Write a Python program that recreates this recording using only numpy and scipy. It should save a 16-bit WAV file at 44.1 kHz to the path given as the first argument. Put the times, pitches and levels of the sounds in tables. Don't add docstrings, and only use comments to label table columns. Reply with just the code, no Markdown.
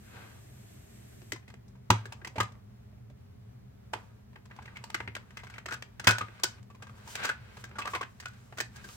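import sys
import numpy as np
from scipy import signal
from scipy.fft import rfft, irfft, next_fast_len
from scipy.io import wavfile

SR = 44100
rng = np.random.default_rng(int(sys.argv[2]) if len(sys.argv) > 2 else 0)


def inscribe(sig):
    pcm = np.round(np.clip(np.atleast_2d(sig).T, -1, 1) * 32767)
    wavfile.write(sys.argv[1], SR, pcm.astype(np.int16))


def rack_gain(trim_db):
    fader = np.asarray(trim_db, float)
    return 10 ** (fader / 20)


N = 395331

# frequency in Hz, level in dB, decay time T60 in seconds.
CASE_MODES = [(946, -8.5, 0.15), (1150, -4, 0.028), (1590, 5, 0.073), (1900, -2, 0.022),
              (2180, -6.5, 0.081), (2477, 4, 0.014), (4635, -32, 0.014)]
# frequency in Hz, level in dB, extra T60 in seconds.
SHELL_MODES = [(362, 0.5, 0.079), (600, -6, 0.016), (1000, -4.5, 0.02), (2000, 3.5, 0.021),
               (3000, 1, 0.023), (5400, -4.5, 0.03), (8640, -7.5, 0.031), (10400, -22, 0.011),
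               (15200, -19.5, 0.035)]


def contacts():
    # start in seconds,
    # peak in dB, hardness in dB, weight in dB, loudest ring in Hz, chatter length in seconds.
    case_contacts = [(1.217, -45.5, -17, -3, 690, 0.0042), (1.32, -19.5, -12, -8.5, 1960, 0.002),
                     (1.426, -55, -27.5, -9, 1780, 0.0063), (1.477, -42, -15, -5, 2020, 0.013),
                     (1.499, -45, -18.5, -16, 940, 0.012), (1.538, -38.5, -22, -9, 760, 0.0039),
                     (1.753, -55, -21.5, -17, 970, 0.0061), (1.903, -4.5, -20, -12.5, 975, 0.0017),
                     (2.055, -31, -16, -10, 1680, 0.0027), (2.122, -31.5, -17, -22, 976, 0.0038),
                     (2.215, -44, -37.5, -10, 1590, 0.0028), (2.247, -28.5, -19, -18, 1900, 0.0017),
                     (2.272, -32, -17, -25, 890, 0.0017), (2.357, -30, -26.5, -23, 630, 0.015),
                     (2.381, -20.5, -27, -40, 850, 0.0074), (2.402, -14.5, -22, -27, 1227, 0.004),
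                     (2.55, -51, -29, -12.5, 1330, 0.0058), (2.926, -54, -34, 2, 624, 0.0054),
                     (2.979, -60, -31.5, -8.5, 690, 0.0057), (3.934, -20.5, -24, -15.5, 900, 0.0042),
                     (4.33, -51, -24.5, -11.5, 960, 0.005), (4.357, -38.5, -35, -13, 930, 0.0058),
                     (4.454, -44.5, -14.5, -13.5, 1000, 0.0037), (4.511, -40.5, -45, -19, 1720, 0.0025),
                     (4.563, -44.5, -12, -36, 860, 0.0045), (4.588, -33.5, -55, -35, 940, 0.0035),
                     (4.62, -44, -16.5, -24, 1620, 0.01), (4.655, -37.5, -23, -33, 2160, 0.0034),
                     (4.677, -38, -52, -32, 1890, 0.0081), (4.769, -31, -23.5, -32, 2150, 0.0017),
                     (4.839, -29.5, -14.5, -46, 915, 0.0017), (4.9, -29.5, -18, -27, 925, 0.0023),
                     (4.944, -17, -21.5, -25, 1590, 0.0017), (5.002, -23.5, -59, -15, 2030, 0.0044),
                     (5.076, -28, -67, -15, 2180, 0.003), (5.151, -23.5, -18.5, -39, 2090, 0.0019),
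                     (5.227, -54, -28.5, -15, 926, 0.005), (5.306, -40, -21.5, -20, 2180, 0.0021),
                     (5.37, -30, -17, -34, 2020, 0.0035), (5.433, -38, -21.5, -40, 940, 0.0093),
                     (5.468, -37.5, -20, -25, 1520, 0.0036), (5.499, -37.5, -16, -22, 1520, 0.0026),
                     (5.539, -38, -21, -26, 2210, 0.0035), (5.559, -39, -32, -23, 1880, 0.005),
                     (5.581, -31.5, -25.5, -36, 1620, 0.0021), (5.658, -27, -19, -14, 1830, 0.0022),
                     (5.682, -28.5, -20, -17, 1430, 0.013), (5.708, -27, -16.5, -42, 1570, 0.005),
                     (5.823, -26.5, -17, -42, 1950, 0.0017), (5.996, -26.5, -16, -20, 1644, 0.0046),
                     (6.04, -26.5, -14.5, -18, 1580, 0.013), (6.07, -3.5, -12, -20.5, 2530, 0.009),
                     (6.183, -19.5, -12.5, -36, 1590, 0.0017), (6.209, -20.5, -29, -13.5, 1224, 0.0081),
                     (6.283, -37, -35, -6, 1510, 0.0037), (6.394, -38, -17, -16, 1130, 0.015),
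                     (6.434, -11.5, -3, -13.5, 1456, 0.0031), (6.701, -46, -20, -5.5, 1130, 0.0091),
                     (6.747, -44.5, -21.5, -14, 1040, 0.005), (6.822, -35.5, -18.5, -14, 1220, 0.01),
                     (6.868, -40.5, -24, -24, 1190, 0.005), (6.894, -42, -26.5, -26, 1210, 0.005),
                     (6.981, -49.5, -27, -24, 974, 0.005), (7.021, -60.5, -19, -16, 816, 0.005),
                     (7.073, -34, -17.5, -30, 930, 0.015), (7.153, -22, -11.5, -26, 2420, 0.0027),
                     (7.243, -36, -14, -26, 2970, 0.0074), (7.244, -19, -13.5, -45, 1500, 0.014),
                     (7.28, -31.5, -13.5, -29, 1510, 0.0055), (7.29, -19.5, -22.5, -32, 1510, 0.0074),
                     (7.569, -34.5, -21, -12, 1220, 0.0043), (7.639, -32, -12.5, -24, 1600, 0.0045),
                     (7.691, -49, -12.5, -14, 1420, 0.005), (7.712, -40, -33, -13, 1400, 0.003),
                     (7.755, -38, -22.5, -15, 1440, 0.015), (7.784, -23.5, -17.5, -38, 1200, 0.014),
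                     (7.816, -28, -27.5, -27, 2630, 0.015), (7.852, -25.5, -22, -21, 1180, 0.015),
                     (7.934, -24, -29, -33, 1150, 0.0079), (7.949, -18.5, -27, -23, 1030, 0.011),
                     (8.01, -21.5, -23, -14, 1100, 0.0078), (8.2, -34, -8, -30, 1840, 0.0025),
                     (8.224, -41.5, -20.5, -20, 1710, 0.015), (8.256, -24, -16, -41, 1500, 0.0024),
                     (8.333, -50, -11, -19, 1380, 0.005), (8.524, -36.5, -33.5, -20, 810, 0.0066),
                     (8.572, -35, -15, -22, 1420, 0.005), (8.583, -26, -17, -20, 1460, 0.0034),
                     (8.602, -17, -11.5, -17, 1800, 0.0017), (8.757, -37.5, -6, -16, 1640, 0.015),
                     (8.84, -34.5, -10, -4, 1590, 0.015), (8.887, -37, -14, -26, 1190, 0.0084),
                     (1.359, -38, -22, -21, 1030, 0.0041), (1.679, -55, 1, 0, 654, 0.0055),
               (2.429, -29.5, -16.5, -10, 825, 0.0054), (2.519, -46, -16, -19, 613, 0.0034),
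               (3.099, -51, -20.5, -7.5, 600, 0.005), (4.757, -37, -24, -36, 2230, 0.0057),
               (5.164, -29.5, -25, -19, 1550, 0.0033), (5.389, -40.5, -22, -30, 2010, 0.015),
               (5.721, -21.5, -19.5, -19, 1570, 0.0068), (5.739, -27.5, -12, -23.5, 1730, 0.0039),
               (6.073, -10, -17.5, -25, 1640, 0.005), (6.087, -13.5, -10, -24.5, 1510, 0.0064),
               (6.107, -13.5, -11.5, -23, 1540, 0.005), (6.627, -49, -13, -20, 724, 0.0036),
               (7.234, -28.5, -2.5, -9, 1460, 0.0049), (7.312, -33.5, -22.5, -30, 1630, 0.005),
               (7.874, -25, -23.5, -31, 1240, 0.007), (8.029, -27.5, -27.5, -34, 1570, 0.0047),
               (8.279, -43, -7, -21, 1500, 0.0033)]
    shell_likeness = 0.46
    size = 8192
    out = np.zeros((2, N + size))
    t = np.arange(3500) / SR
    bands = shell_bands(count=18)
    hz = bands[:, :1]
    case = responses(CASE_MODES, size)
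    thicket = responses(bands, size)
    extra_t60 = at_hz(np.array(SHELL_MODES)[:, ::2], hz)
    alike = np.clip(shell_likeness, 0, 1) ** (hz / 1500)

    for s, peak_db, hard_db, weight_db, ring_hz, chatter_s in case_contacts:
        chatter_s = np.clip(chatter_s, .0005, .03)
        force = slips(len(t), 5000, uneven_db=3.0) * np.exp(-t / chatter_s) * 0.44
        force[0] = 1.0
        loose = signal.lfilter([1], [1, -.985], np.abs(slips(len(t), 450, uneven_db=3.0)))
        build_up = 1 - np.exp(-t / (0.27 * chatter_s))
        rattle = build_up * (.5 + .35 * loose + np.abs(force))

        point_db = 5.5 * rng.standard_normal(len(CASE_MODES))
        ear_db = 0.7 * rng.standard_normal((2, len(CASE_MODES)))
        gains = rack_gain(-15.5 + point_db + ear_db)
        clear = gains @ case + rack_gain(5.5) * responses([(ring_hz, 0, .028)], size)

        colour_db = (hard_db + 19) * np.clip(np.log2(hz / 2400), 0, 1)
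        colour_db += (weight_db + 9) * np.clip(np.log2(1000 / hz), 0, 1)
        colour_db += 7.2 * np.exp(-(np.log2(hz / ring_hz) / .45) ** 2)
        dying = rack_gain(colour_db - 12 - 60 * t / (extra_t60 + 3.32 * chatter_s))
        mid, side = rng.standard_normal((2, len(hz), len(t))) * dying * rattle
        pair = [np.sqrt(1 + alike) * mid + sign * np.sqrt(1 - alike) * side for sign in (1, -1)]

        dense = (rfft(pair, size) * thicket).sum(axis=1)
        sound = irfft(rfft(force, size) * clear + dense, size)
        at = round(s * SR)
        out[:, at:at + size] += sound * rack_gain(peak_db + 0.5) / np.abs(sound).max()
    return out[:, :N]


def lid():
    # start in seconds, peak in dB.
    kicks = [(5.707, -31), (5.7374, -36.5), (6.0432, -38.5), (6.0736, -17.5), (6.0871, -13.5),
             (6.1174, -26), (6.1428, -31.5), (6.1843, -32.5), (6.4354, -27), (7.2434, -35.5), (7.2887, -23),
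             (8.2546, -37)]
    # frequency in Hz, level in dB, T60 in seconds.
    lid_modes = [(1428, -4, .07), (1486, 0, .085), (1575, -3, .06), (1680, -6, .06), (2500, -14, .08)]
    force = np.zeros(N)
    for s, peak_db in kicks:
        rattle = slips(900, 3000, uneven_db=1.5) * np.hanning(900)
        force[round(s * SR):][:900] += rack_gain(peak_db - 20) * rattle
    return signal.fftconvolve(force, impulse(lid_modes, size=16384))[:N]


def rub():
    # time in seconds, base in dB, panels in dB,
    # fine hiss in dB.
    strokes = [
        [(0.02, -94.5, -69.5, -98), (0.162, -56, -52.5, -75), (0.4, -69, -66, -80)],
        [(1.9, -64.5, -80, -76), (1.984, -61.5, -53, -77.5), (2.064, -62.5, -65, -79.5),
         (2.354, -64.5, -83, -74), (2.6, -65.5, -78.5, -87)],
        [(3.93, -51, -64, -62.5), (4.2, -79.5, -78, -84)],
        [(4.5, -63.5, -64, -80), (4.754, -63.5, -63.5, -76), (5.0, -64, -66, -69.5), (5.16, -65, -76, -84),
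         (5.422, -73, -63, -76), (5.564, -72, -58, -75), (5.64, -68, -85, -87), (5.798, -65, -78, -83.5),
         (6.0, -76, -72, -79.5)],
        [(6.07, -68, -66, -78.5), (6.166, -59, -54, -80.5), (6.258, -65.5, -58.5, -73),
         (6.6, -68.5, -62.5, -76.5)],
        [(6.8, -64, -75, -84), (7.14, -63, -52, -55.5), (7.24, -66, -35, -66.5), (7.36, -72, -58, -87),
         (7.61, -70, -60.5, -62), (7.79, -60, -63.5, -100), (7.91, -57, -52, -55), (8.03, -76, -82, -72),
         (8.35, -75, -61.5, -70.5), (8.63, -65.5, -81.5, -72.5), (8.78, -79, -55, -69), (8.96, -61, -62.5, -53)],
    ]
    # frequency in Hz, density in dB per Hz.
    grain_spectrum = [(1760, -35), (3000, -3.5), (3260, -7.5), (7890, -4.5), (10000, -14.5), (16000, -14.5)]
    t = np.arange(N) / SR
    levels = np.zeros((3, N))
    for stroke in strokes:
        s, *columns = np.transpose(stroke)
        levels += [rack_gain(np.interp(t, s, db, -200, -200)) for db in columns]

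    gripped_case = np.array(CASE_MODES) * [1, 1, .4]
    held = np.vstack([gripped_case, shell_bands(count=20)[2:13] + [0, 2.0, 0]])
    is_base = held[:, 0] < 1250
    out = levels[2] * diffuse(grain_spectrum) * rack_gain(2.8 * drift(14))
    for level, part in zip(levels, (is_base, ~is_base)):
        shared, left, right = (slips(N, 5000, uneven_db=2.8) for k in range(3))
        force = (shared + 1.6 * np.array([left, right])) * rack_gain(1.0 * drift(23))
        ringing = signal.fftconvolve(force, [impulse(held[part], size=4096)], axes=1)[:, :N]
        out += level * rms_one(ringing)
    return out


def thumps():
    # start in seconds, peak in dB.
    knocks = [
        (1.31, -46.5),
        (1.9, -17),
        (2.377, -29.5),
        (2.403, -32),
        (3.935, -42),
        (4.941, -44.5),
        (5.074, -39),
        (6.071, -21),
        (6.209, -37),
    ]
    # frequency in Hz, level in dB, T60 in seconds.
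    desk_modes = [(108.6, 4, 0.31), (90, -8.5, .2), (185, -1.5, 0.14), (250, -4, 0.12)]
    force = np.zeros(N)
    force[[round(s * SR) for s, db in knocks]] = -rack_gain(np.array(knocks)[:, 1] - 5.5)
    push = signal.sosfilt(signal.butter(3, [75, 300], "band", fs=SR, output="sos"), force)
    return signal.fftconvolve(push, impulse(desk_modes, size=32768))[:N]


def to_microphones(pair):
    # time in seconds, left-right difference in dB.
    places = [
        (1.2, 1.5),
        (2.62, -1),
        (3.86, -1.0),
        (5.09, 1),
        (8.96, 0),
    ]
    right_late = 6
    pan_db = np.interp(np.arange(N) / SR, *np.transpose(places))
    late = np.roll(pair[1], right_late)
    small = signal.butter(3, 260, "high", fs=SR, output="sos")
    return signal.sosfilt(small, np.array([pair[0], late]) * rack_gain([pan_db / 2, -pan_db / 2]))


def room(x):
    t60_s, dull_hz, onset_s = 0.21, 6500, 0.0054
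    t = np.arange(SR // 2) / SR
    tail = rng.standard_normal((2, len(t))) * rack_gain(-60 * t / t60_s) * np.clip(t / onset_s, 0, 1)
    tail = signal.sosfilt(signal.butter(1, [400, dull_hz], "band", fs=SR, output="sos"), tail)
    return signal.fftconvolve(x, tail / np.sqrt(np.sum(tail ** 2) / 2), axes=1)[:, :N]


def player_hiss():
    # frequency in Hz, density in dB per Hz.
    hiss_spectrum = [(180, -27), (300, -3), (392, -3.5), (455, -10.5), (678, -5), (842, -19), (1150, -16),
                     (1780, -12.5), (5080, -19), (8500, -13), (9880, -26.5), (11900, -15), (16000, -31)]
    level_db, stop_s, fade_s = -60, 1.325, 0.015
    running = np.clip((stop_s - np.arange(N) / SR) / fade_s, 0, 1)
    return rack_gain(level_db + .6 * drift(6)) * running * diffuse(hiss_spectrum)


def background():
    # frequency in Hz, density in dB per Hz.
    rumble_spectrum = [(18, -47), (30, -27.5), (48, -18), (64, -9.5), (92, -8.5), (123, -1), (137, -10.5),
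                       (158, -24), (195, -11), (231, -15), (286, -27), (372, -30.5), (402, -20.5),
                       (465, -33.5), (700, -39), (910, -69.5), (1540, -120)]
    # frequency in Hz, density in dB per Hz.
    air_spectrum = [(250, -32), (420, -4), (600, -3), (750, -4), (820, -7), (2310, -15), (2610, -17),
                    (6320, -23), (9500, -28), (13000, -27), (16000, -25)]
    rumble_db, air_db, whine_db, whine_hz = -52, -66.5, -95, 12300
    whine = rack_gain(whine_db + 2.5 * drift(13)) * np.sin(2 * np.pi * whine_hz * np.arange(N) / SR)
    rumble = rack_gain(rumble_db + 0.5 * drift(7.5)) * diffuse(rumble_spectrum)
    air = rack_gain(air_db + .7 * drift(4)) * diffuse(air_spectrum)
    return rumble + air + whine


def slips(count, per_s, uneven_db):
    mark, size, sign = rng.random((3, count))
    return (mark < per_s / SR) * rack_gain(-uneven_db * np.log(size + 1e-3)) * np.sign(sign - .5)


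def shell_bands(count):
    hz = np.geomspace(350, 15000, count)
    return np.transpose([hz, at_hz(SHELL_MODES, hz) + 10 * np.log10(hz / 1000), 11.0 / hz])


def responses(modes, size):
    hz, db, t60 = np.transpose(modes)[:, :, None]
    r = rack_gain(-60 / (np.maximum(t60, .003) * SR))
    w = 2 * np.pi * hz / SR
    z = np.exp(-2j * np.pi * np.fft.rfftfreq(size))
    return rack_gain(db) * np.sin(w) * z / (1 - 2 * r * np.cos(w) * z + r * r * z * z)


def impulse(modes, size):
    return irfft(responses(modes, size).sum(axis=0), size)


def diffuse(spectrum):
    # frequency in Hz, correlation from -1 to 1.
    likeness = [(60, 0.8), (180, 1), (550, -0.69), (1650, 0.21), (4970, -0.56), (15000, -0.039)]
    size = next_fast_len(N)
    hz = np.fft.rfftfreq(size, 1 / SR)
    mid, side = rfft(rng.standard_normal((2, size)), axis=1) * rack_gain(at_hz(spectrum, hz))
    alike = np.clip(at_hz(likeness, hz), -1, 1)
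    pair = np.sqrt(1 + alike) * mid + np.sqrt(1 - alike) * side * np.array([[1], [-1]])
    return rms_one(irfft(pair, size, axis=1)[:, :N])


def drift(rate_hz):
    steps_per_s = 60
    steps = rng.standard_normal(int(N / SR * steps_per_s) + 2)
    smooth = signal.butter(1, np.clip(rate_hz, .1, 25), fs=steps_per_s, output="sos")
    slow = signal.sosfiltfilt(smooth, steps)
    return np.interp(np.linspace(0, len(slow) - 1, N), np.arange(len(slow)), rms_one(slow))


def at_hz(points, hz):
    points = np.array(points)
    return np.interp(np.log(hz + 1), np.log(points[:, 0]), points[:, 1])


def rms_one(x):
    return x / np.sqrt(np.mean(x ** 2) + 1e-20)


def scene():
    case = to_microphones(contacts() + lid() + rub())
    room_db = -13
    return case + rack_gain(room_db) * room(case) + thumps() + player_hiss() + background()


def low_pass(x):
    return signal.sosfilt(signal.butter(12, 16640, fs=SR, output="sos"), x)


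def record(dry):
    top = signal.butter(8, 15900, fs=SR, output="sos")
    mix = signal.sosfilt(top, dry)
    return low_pass(mix)


dry = scene()
out = record(dry)
inscribe(out)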